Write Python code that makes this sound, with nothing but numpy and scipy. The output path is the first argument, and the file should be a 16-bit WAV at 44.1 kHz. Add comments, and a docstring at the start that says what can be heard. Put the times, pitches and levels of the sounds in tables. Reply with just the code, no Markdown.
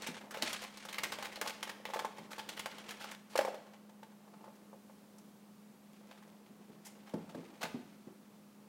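"""In a quiet room with a humming appliance, a cat digs in an open wooden drawer of papers and cloth, then climbs in.
Claws and drags are bursts of paper noise that also shake two resonant panels; something hard knocks and bounces.
Soft paws thump the resonant drawer bottom, a few times early and most often near the end.
Uneven noise makes the rustle and creak, a wavering sine over coloured noise the hum and air;
decaying noise makes the room's answer to the contacts."""
import sys
import numpy as np
from scipy import signal
from scipy.fft import rfft, irfft, next_fast_len
from scipy.io import wavfile
from scipy.ndimage import map_coordinates

SR = 44100
rng = np.random.default_rng(int(sys.argv[2]) if len(sys.argv) > 2 else 0)


def store_pcm(level_fs):
    """Save levels as 16-bit WAV."""
    pcm = np.round(np.clip(level_fs, -1, 1) * 32767).astype(np.int16)
    wavfile.write(sys.argv[1], SR, np.atleast_2d(pcm).T)


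N = 382947  # samples

# In the event tables, levels are nominal: each layer adds its own offset in dB.
# Paper and creak under the strokes. Each row: time in seconds, paper level in dB, panel creak level in dB.
STIRRING = [(0, -46, -56.5), (.3, -66.5, -59), (.5, -46, -58.5), (.8, -62, -69), (1.0, -57, -54.5),
            (1.3, -60, -57.5), (1.8, -79, -66.5), (2.3, -66, -61), (3.1, -56.5, -59.5), (3.2, -74, -74),
            (3.9, -82, -71), (4.5, -79, -65.5), (4.8, -86, -77), (5.8, -81, -81), (6.1, -72, -66.5),
            (6.5, -77.5, -71.5), (7.3, -68, -65), (7.55, -69, -63), (8.1, -79, -78), (8.68, -86, -71)]
# Sliding paper and fur. Each row: frequency in Hz, relative density in dB per Hz.
SLIDE_SPECTRUM = [(410, -14), (700, -11.5), (875, -11), (1330, -5), (2100, -3.5), (2430, -3), (9600, -18.5),
                  (16000, -64)]
# Crackling paper. Each row: frequency in Hz, relative density in dB per Hz.
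PAPER_SPECTRUM = [(500, -9), (1000, 4.5), (1700, 6.5), (2500, 5), (4000, 2), (6000, -5.5), (9000, -13)]
# Fizz of dry edges. Each row: frequency in Hz, relative density in dB per Hz.
EDGE_SPECTRUM = [(3000, -25), (5000, 0), (6500, 0), (9000, -3), (13000, -8.5), (16500, -18)]
# Resonances of the side panel. Each row: centre in Hz, width in Hz, strength in dB.
SIDE_PANEL = [(482, 160, -8), (539, 79, -2.5), (612, 18, -3.5), (689, 75, -1), (800, 25, 1)]
# Resonances of the back panel. Each row: centre in Hz, width in Hz, strength in dB.
BACK_PANEL = [(815, 47, -3), (873.6, 44, 3), (1048, 103, -3)]
# Resonances of the drawer bottom. Each row: centre in Hz, width in Hz, strength in dB.
BOTTOM_BOARD = [(140, 17, -20), (172, 16, 12), (240, 41, 16), (350, 160, 14), (445, 115, -4)]
# Room air and microphone hiss. Each row: frequency in Hz, relative density in dB per Hz.
AIR_SPECTRUM = [(25, -22), (60, -19), (90, -14.5), (130, -5), (200, 7), (260, 0), (400, -3), (750, -8.5),
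                (1200, -12), (1600, -16.5), (3000, -20), (8000, -23), (16000, -25)]
# Claws flicking paper. Each row: start in seconds, level in dB, share in the panels in dB, treble in dB,
# colour in Hz.
CLAW_FLICKS = [(.02, -36, -9, -7.5, 4850), (.07, -32, -5, -4.5, 2240), (0.208, -48.5, 3, -24, 1560),
               (0.308, -39.5, -20, -3, 1370), (.422, -25.5, -8.5, -5.5, 4370), (.476, -41.5, 1, -2, 3230),
               (0.529, -30.5, -10, -4, 3440), (.772, -43.5, -4.5, -2.5, 5030), (.851, -44.5, 2, 0.5, 1180),
               (0.927, -36.5, -25, -5.5, 2610), (.982, -29.5, -14, -11.5, 2320),
               (1.034, -26.5, -11, -4, 2400), (1.186, -39, 2.5, -13, 1650), (1.224, -33, -7.5, -11.5, 1210),
               (1.324, -43, -6, -12, 2150), (1.357, -38.5, -12, -10, 4050), (1.413, -30, -3, -5.5, 1680),
               (1.474, -27.5, -13, -7.5, 4300), (1.495, -39, -3, -4, 2190), (1.628, -32, -5.5, -5, 2670),
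               (1.853, -31.5, -5.5, -27, 2900), (2.182, -42, 1, -10, 2320), (2.331, -42, -6, -22, 1830),
               (2.489, -33.5, -9, -4.5, 3070), (2.593, -33, -9, -4.5, 3000), (2.658, -33, -2, -8.5, 1950),
               (2.708, -44.5, -2, -23, 2970), (2.782, -41.5, -5.5, -9, 3100), (2.908, -41, -3, 0, 1350),
               (3.042, -38, -2, -13, 1380), (3.113, -41.5, -8, -2.5, 2140), (3.375, -32, -14, -1, 3520),
               (5.183, -62.5, 5, 8, 1350), (5.932, -59, -10, -5, 2880), (6.07, -65, -6, -1, 2920),
               (6.111, -49, 0.5, -15, 1320), (6.176, -54.5, -7, -18, 1210), (7.093, -54, 1, -4, 2960)]
# Decay of the room. Each row: frequency in Hz, time to fall 60 dB in seconds.
ROOM_DECAY = [(150, 0.8), (600, 0.58), (3000, 0.69), (12000, 0.43)]
# Paws on the drawer bottom. Each row: start in seconds, level in dB.
PAW_THUMPS = [(0.082, -40), (.425, -39.5), (2.186, -44.5), (6.5, -54.5), (6.588, -51), (6.692, -48.5),
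              (6.748, -53.5), (7.136, -29), (7.345, -36.5), (7.379, -44.5), (7.635, -41), (7.74, -33.5),
              (8.068, -42.5)]
# Drags that swell, hold and fade. Each row: start in seconds, level in dB, share in the panels in dB,
# treble in dB, colour in Hz, rise in seconds.
CLAW_DRAGS = [(0.337, -41.5, -1, -15, 1640, 0.0081), (.489, -43, -23, -3.5, 2470, 0.0069),
              (.615, -42.5, -5, -6, 2520, 0.0059), (.636, -40, -3, -8, 2780, 0.002),
              (0.882, -42, -8.5, -9, 3520, 0.0067), (.943, -34.5, -19, -22, 2170, 0.0017),
              (1.119, -33.5, -9, -9, 1430, 0.0042), (1.243, -38, -8, -11, 2350, 0.006),
              (1.446, -41, -1, -22, 1180, 0.0095), (2.162, -49, -26, -15, 2580, 0.0066),
              (2.304, -45, -1, -6.5, 1250, 0.0096), (2.389, -41, -5, -10, 3400, 0.0043),
              (2.564, -41, -11, -15, 3030, 0.0061), (2.883, -41, -11.5, -12, 3040, 0.0087),
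              (2.997, -42.5, -8.5, -11, 3660, .013), (3.095, -51, -3, -13, 1350, .004),
              (3.294, -55.5, -6, -3, 4850, 0.011), (3.325, -52.5, -4, -11, 3570, 0.0075),
              (3.66, -58, 3, -15, 1210, 0.0059), (3.73, -57.5, -2, -12, 1210, 0.0069),
              (4.334, -58, 5, -23, 1210, 0.0034), (4.55, -69, -4, 3, 1210, .0058),
              (6.46, -61.5, -3, -8, 2860, .0028), (6.846, -52.5, -5.5, 5, 2700, 0.011),
              (7.057, -56, -1, -14, 1410, 0.014), (7.289, -53, -1, -9, 1250, 0.0067),
              (7.609, -40, 0.5, -10, 3850, 0.006), (7.629, -31, -3, -11, 1580, 0.0025),
              (7.657, -49, -4, -12, 2200, .006)]
# Loose things knocking on wood. Each row: start in seconds, crack level in dB, side panel relative to it in dB,
# back panel relative to it in dB.
WOOD_KNOCKS = [(.371, -40, 4.5, 1.5), (1.375, -59, 15.5, -10), (1.42, -47, 12, -6), (1.673, -42, -3, 0.5),
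               (1.693, -37.5, -7, 0), (1.8, -64.5, 18.5, 8), (1.889, -49, 8.5, 9), (1.9, -48.5, 7, 11),
               (1.935, -34, -15, 2), (1.941, -44, -6, 14.5), (1.96, -43.5, 15, 11), (1.975, -50, -2, -1),
               (1.991, -34.5, -10, 2.5), (2.021, -54, 15, -6), (2.047, -36.5, 5.5, 11),
               (2.381, -40, -4, 2.5), (3.355, -29, 6, 3), (3.389, -36, 18.5, 3), (3.409, -36.5, -1, 7.5),
               (3.449, -35, 9, 7), (3.477, -53, 7, 19.5), (3.483, -52.5, 25, 3), (3.543, -47, 9.5, -9),
               (3.892, -59.5, 5, 4), (4.029, -55, 7, 9.5), (4.277, -65, 4, 11), (4.408, -65, 7, 12),
               (4.441, -56, 6, 11), (4.479, -64, 18.5, 17.5), (4.73, -68, 23, 21), (4.897, -64, 14.5, 14),
               (6.012, -72, 15, 0), (6.224, -58.5, -3, 6), (6.275, -62, 10, 6), (7.137, -49, 14, 6),
               (7.347, -53, 15, 7)]


def amp(db):
    """Decibel law: the amplitude gain of a level in dB."""
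    return 10 ** (np.asarray(db) / 20)


def unit(x):
    """Normalisation of power: x scaled to rms 1."""
    return x / np.sqrt(np.mean(x ** 2) + 1e-20)


def along(points, hz):
    """Interpolation of (Hz, value) points on a logarithmic frequency axis."""
    f, v = np.transpose(points)
    return np.interp(np.log(hz + 1), np.log(f + 1), v)


def wobble(rate):
    """Band-limited fluctuation: a smooth random curve with rate knots a second."""
    knots = rng.standard_normal(int(N * rate / SR) + 4)
    return map_coordinates(knots, [np.arange(N) * rate / SR])


def filtered(x, response):
    """Linear filtering: the spectrum of x times a complex response of frequency."""
    m = next_fast_len(N + SR // 2)
    return irfft(rfft(x, m) * response(np.fft.rfftfreq(m, 1 / SR)), m)[..., :N]


def noise(spectrum):
    """Spectral shaping: white noise coloured by the spectrum, at rms 1."""
    return unit(filtered(rng.standard_normal(N), lambda hz: amp(along(spectrum, hz))))


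def body(modes, hz, width_hz):
    """Modal superposition: resonances struck at one spot, radiated in a band around hz."""
    def peak(f, centre, width):
        return 1j * f * width / (centre * centre - f * f + 1j * f * width)

    return lambda f: peak(f, hz, width_hz) * sum(amp(db) * peak(f, c, w) for c, w, db in modes)


def bursts(s, db, rise, t60, hold=0):
    """Exponential decay: summed envelopes rise, hold for a share of the rise, then die away."""
    out, t = np.zeros(N + SR), np.arange(SR // 3) / SR
    events = np.broadcast(s, db, np.clip(rise, .0002, .04), np.clip(t60, .001, .5))
    for at, level, up, down in events:
        decay_db = 60 * np.maximum(t - up * (1 + hold), 0) / down
        out[round(at * SR):][:len(t)] += amp(level - decay_db) * np.minimum(t / up, 1)
    return out[:N]


def random_ticks(per_second, spread_db, t60):
    """Impulsive excitation: randomly timed ticks of random size, each with an exponential tail."""
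    ticks = (rng.random(N) < per_second / SR) * amp(spread_db * rng.exponential(size=N))
    tail = amp(-60 * np.arange(SR // 20) / SR / t60)
    return signal.fftconvolve(ticks, tail)[:N]


def rustle():
    """Frictional noise: paper slides unevenly, small creases snap, and the panels creak."""
    s, paper_db, creak_db = np.transpose(STIRRING)
    t = np.arange(N) / SR
    # paper settles with each claw, wood with each knock or thump
    claws = np.transpose(CLAW_FLICKS)[:2]
    hits = np.transpose([row[:2] for row in WOOD_KNOCKS + PAW_THUMPS])
    settle_rise_s, settle_t60_s = 0.0067, 0.29
    paper_level = amp(np.interp(t, s, paper_db)) + bursts(*claws, settle_rise_s, settle_t60_s) * amp(-28.5)
    creak_level = amp(np.interp(t, s, creak_db)) + bursts(*hits, settle_rise_s, settle_t60_s) * amp(-25)

    lumps = amp(1.5 * wobble(30) + 1.5 * wobble(250))
    snaps = random_ticks(90, 2.6, 0.063)
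    paper = paper_level * unit((lumps + 1.3 * snaps) * noise(SLIDE_SPECTRUM))
    corners = random_ticks(45, 6.5, 0.006)  # dry corners catch
    paper += paper_level * amp(-12.5) * unit(corners * noise(PAPER_SPECTRUM))

    panels = body([(343, 320, 4.3)] + SIDE_PANEL + BACK_PANEL, 345, 1120)
    creak = filtered(lumps * rng.standard_normal(N), panels)
    return paper + creak_level * unit(creak)


def appliance():
    """Frequency modulation: one low tone wavers slightly, over the broadband air of the room."""
    hum_hz, hum_db, air_db = 207.6, -61, -62.5  # mean pitch; levels about which each layer drifts
    phase = 2 * np.pi * np.cumsum(hum_hz + 0.65 * wobble(3)) / SR
    hum = amp(hum_db + 0.32 * wobble(1.96)) * np.sqrt(2) * np.sin(phase)
    air = amp(air_db + 0.74 * wobble(1.01)) * noise(AIR_SPECTRUM)
    return hum + air


def board(panel, s, blow_db, contact, rub):
    """Forced vibration: short blows of given peak level and rubbing noise under envelope rub drive a board."""
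    one = np.abs(filtered(bursts(0, 0, contact / 4, contact), panel)).max()  # peak of one blow
    white = rng.standard_normal(N)
    blows = bursts(s, blow_db, contact / 4, contact) / one
    return filtered(blows + rub * white / filtered(white, panel).std(), panel)


def contacts(s, db, side_db, back_db, treble_db, hz, rise, t60, blow_db, rub_db, hold, tint_db):
    """Stick-slip friction: each contact crackles paper in its own colour, fizzes on edges and shakes two panels."""
    grain = amp(3.4 * wobble(400) + 1.04 * wobble(110))  # catching and slipping along the fibres
    out = bursts(s, db - 7.0, rise, t60, hold) * unit(grain * noise(PAPER_SPECTRUM))

    # noise bands weighted by how near they lie to the contact's colour
    for centre in (1320, 1704, 2220, 3250, 4400):
        share = np.clip(1 - np.abs(np.log(hz / centre)) / 0.39, 1e-3, 1)
        band = [(0.65, -40), (0.86, -6), (1, 0), (1.044, -6), (1.84, -40)]
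        sheet = noise([(ratio * centre, band_db) for ratio, band_db in band])
        level = db + tint_db + 10 * np.log10(share)
        out += bursts(s, level, rise, t60, hold) * unit(grain * sheet)

    fizz = unit(amp(1.7 * wobble(500)) * noise(EDGE_SPECTRUM))
    out += bursts(s, db + treble_db - 5.5, rise, 0.78 * t60, hold) * fizz

    side, back = body(SIDE_PANEL, 576, 263), body(BACK_PANEL, 900, 520)
    for panel_db, panel in ((side_db, side), (back_db, back)):
        rub = grain * bursts(s, db + panel_db + rub_db, rise, 0.95 * t60, hold)
        out += board(panel, s, db + panel_db + blow_db, 0.0012, rub)
    return out


def claws():
    """Impulsive friction: claws flick the paper sharply and tap the wood."""
    s, db, wood_db, treble_db, hz = np.transpose(CLAW_FLICKS)
    return contacts(s, db, wood_db, wood_db, treble_db, hz, rise=0.0011, t60=0.077,
                    blow_db=-3, rub_db=-10.5, hold=0, tint_db=-9)


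def room(x):
    """Reverberation: each frequency dies at its own speed, with a new random tail every sixth of a second."""
    out, hop = np.zeros(N + 2 * SR), SR // 6
    for i in range(0, N, hop):
        hz, t, z = signal.stft(rng.standard_normal(SR // 2), SR, nperseg=256)
        decay = amp(-60 * t / along(ROOM_DECAY, hz)[:, None])
        tail = signal.istft(z * decay, SR, nperseg=256)[1]
        wet = signal.fftconvolve(x[i:i + hop], tail / np.linalg.norm(tail))
        out[i + 200:][:len(wet)] += wet  # 200 samples of delay
    return out[:N]


def paws():
    """Damped impact: padded paws give the bottom board a soft blow and a fading rumble, the pads muting the top."""
    s, db = np.transpose(PAW_THUMPS)
    sink_s = 0.0039  # the pad sinks in before the weight lands

    def bottom(f):
        pad_lowpass = 1 / (1 + 1j * f / 450)
        bass_cut = (1j * f / (110 + 1j * f)) ** 2
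        return body(BOTTOM_BOARD, 230, 260)(f) * pad_lowpass * bass_cut

    rumble = bursts(s, db - 7.5, 0.0044, 0.21)
    return board(bottom, s + sink_s, db - 1.0, 0.0063, rumble)


def drags():
    """Sustained friction: drags swell, hold and mostly rub; slower ones also fade more slowly."""
    s, db, wood_db, treble_db, hz, rise = np.transpose(CLAW_DRAGS)
    fade = 0.068 + 7.3 * rise  # seconds to fall 60 dB
    return contacts(s, db, wood_db, wood_db, treble_db, hz, rise, fade,
                    blow_db=-10, rub_db=-8.5, hold=1.0, tint_db=-12.0)


def knocks():
    """Hard impact: loose things knock the wood; a weaker crack rises more slowly, with more treble relative to it."""
    s, db, side_db, back_db = np.transpose(WOOD_KNOCKS)
    below_db = db.max() - db  # below the strongest crack
    treble_db = -11.5 + 0.2 * below_db
    rise = 0.0017 * amp(0.21 * below_db)  # seconds
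    return contacts(s, db, side_db, back_db, treble_db, 1730, rise, t60=0.084,
                    blow_db=1.0, rub_db=-19.5, hold=0, tint_db=-12.5)


def scene():
    """Superposition: direct contacts, the room's answer to them, the rustle and the appliance."""
    hits = claws() + knocks() + drags() + paws()
    return (hits + amp(-9.0) * room(hits) + rustle() + appliance())[None]


def record(dry):
    """Band limitation: the microphone drops deep bass and keeps nothing above its upper limit."""
    top_hz, bass_hz = 15870, 40
    return filtered(dry, lambda hz: (hz < top_hz) * (1j * hz / (bass_hz + 1j * hz)))


dry = scene()
out = record(dry)
store_pcm(out)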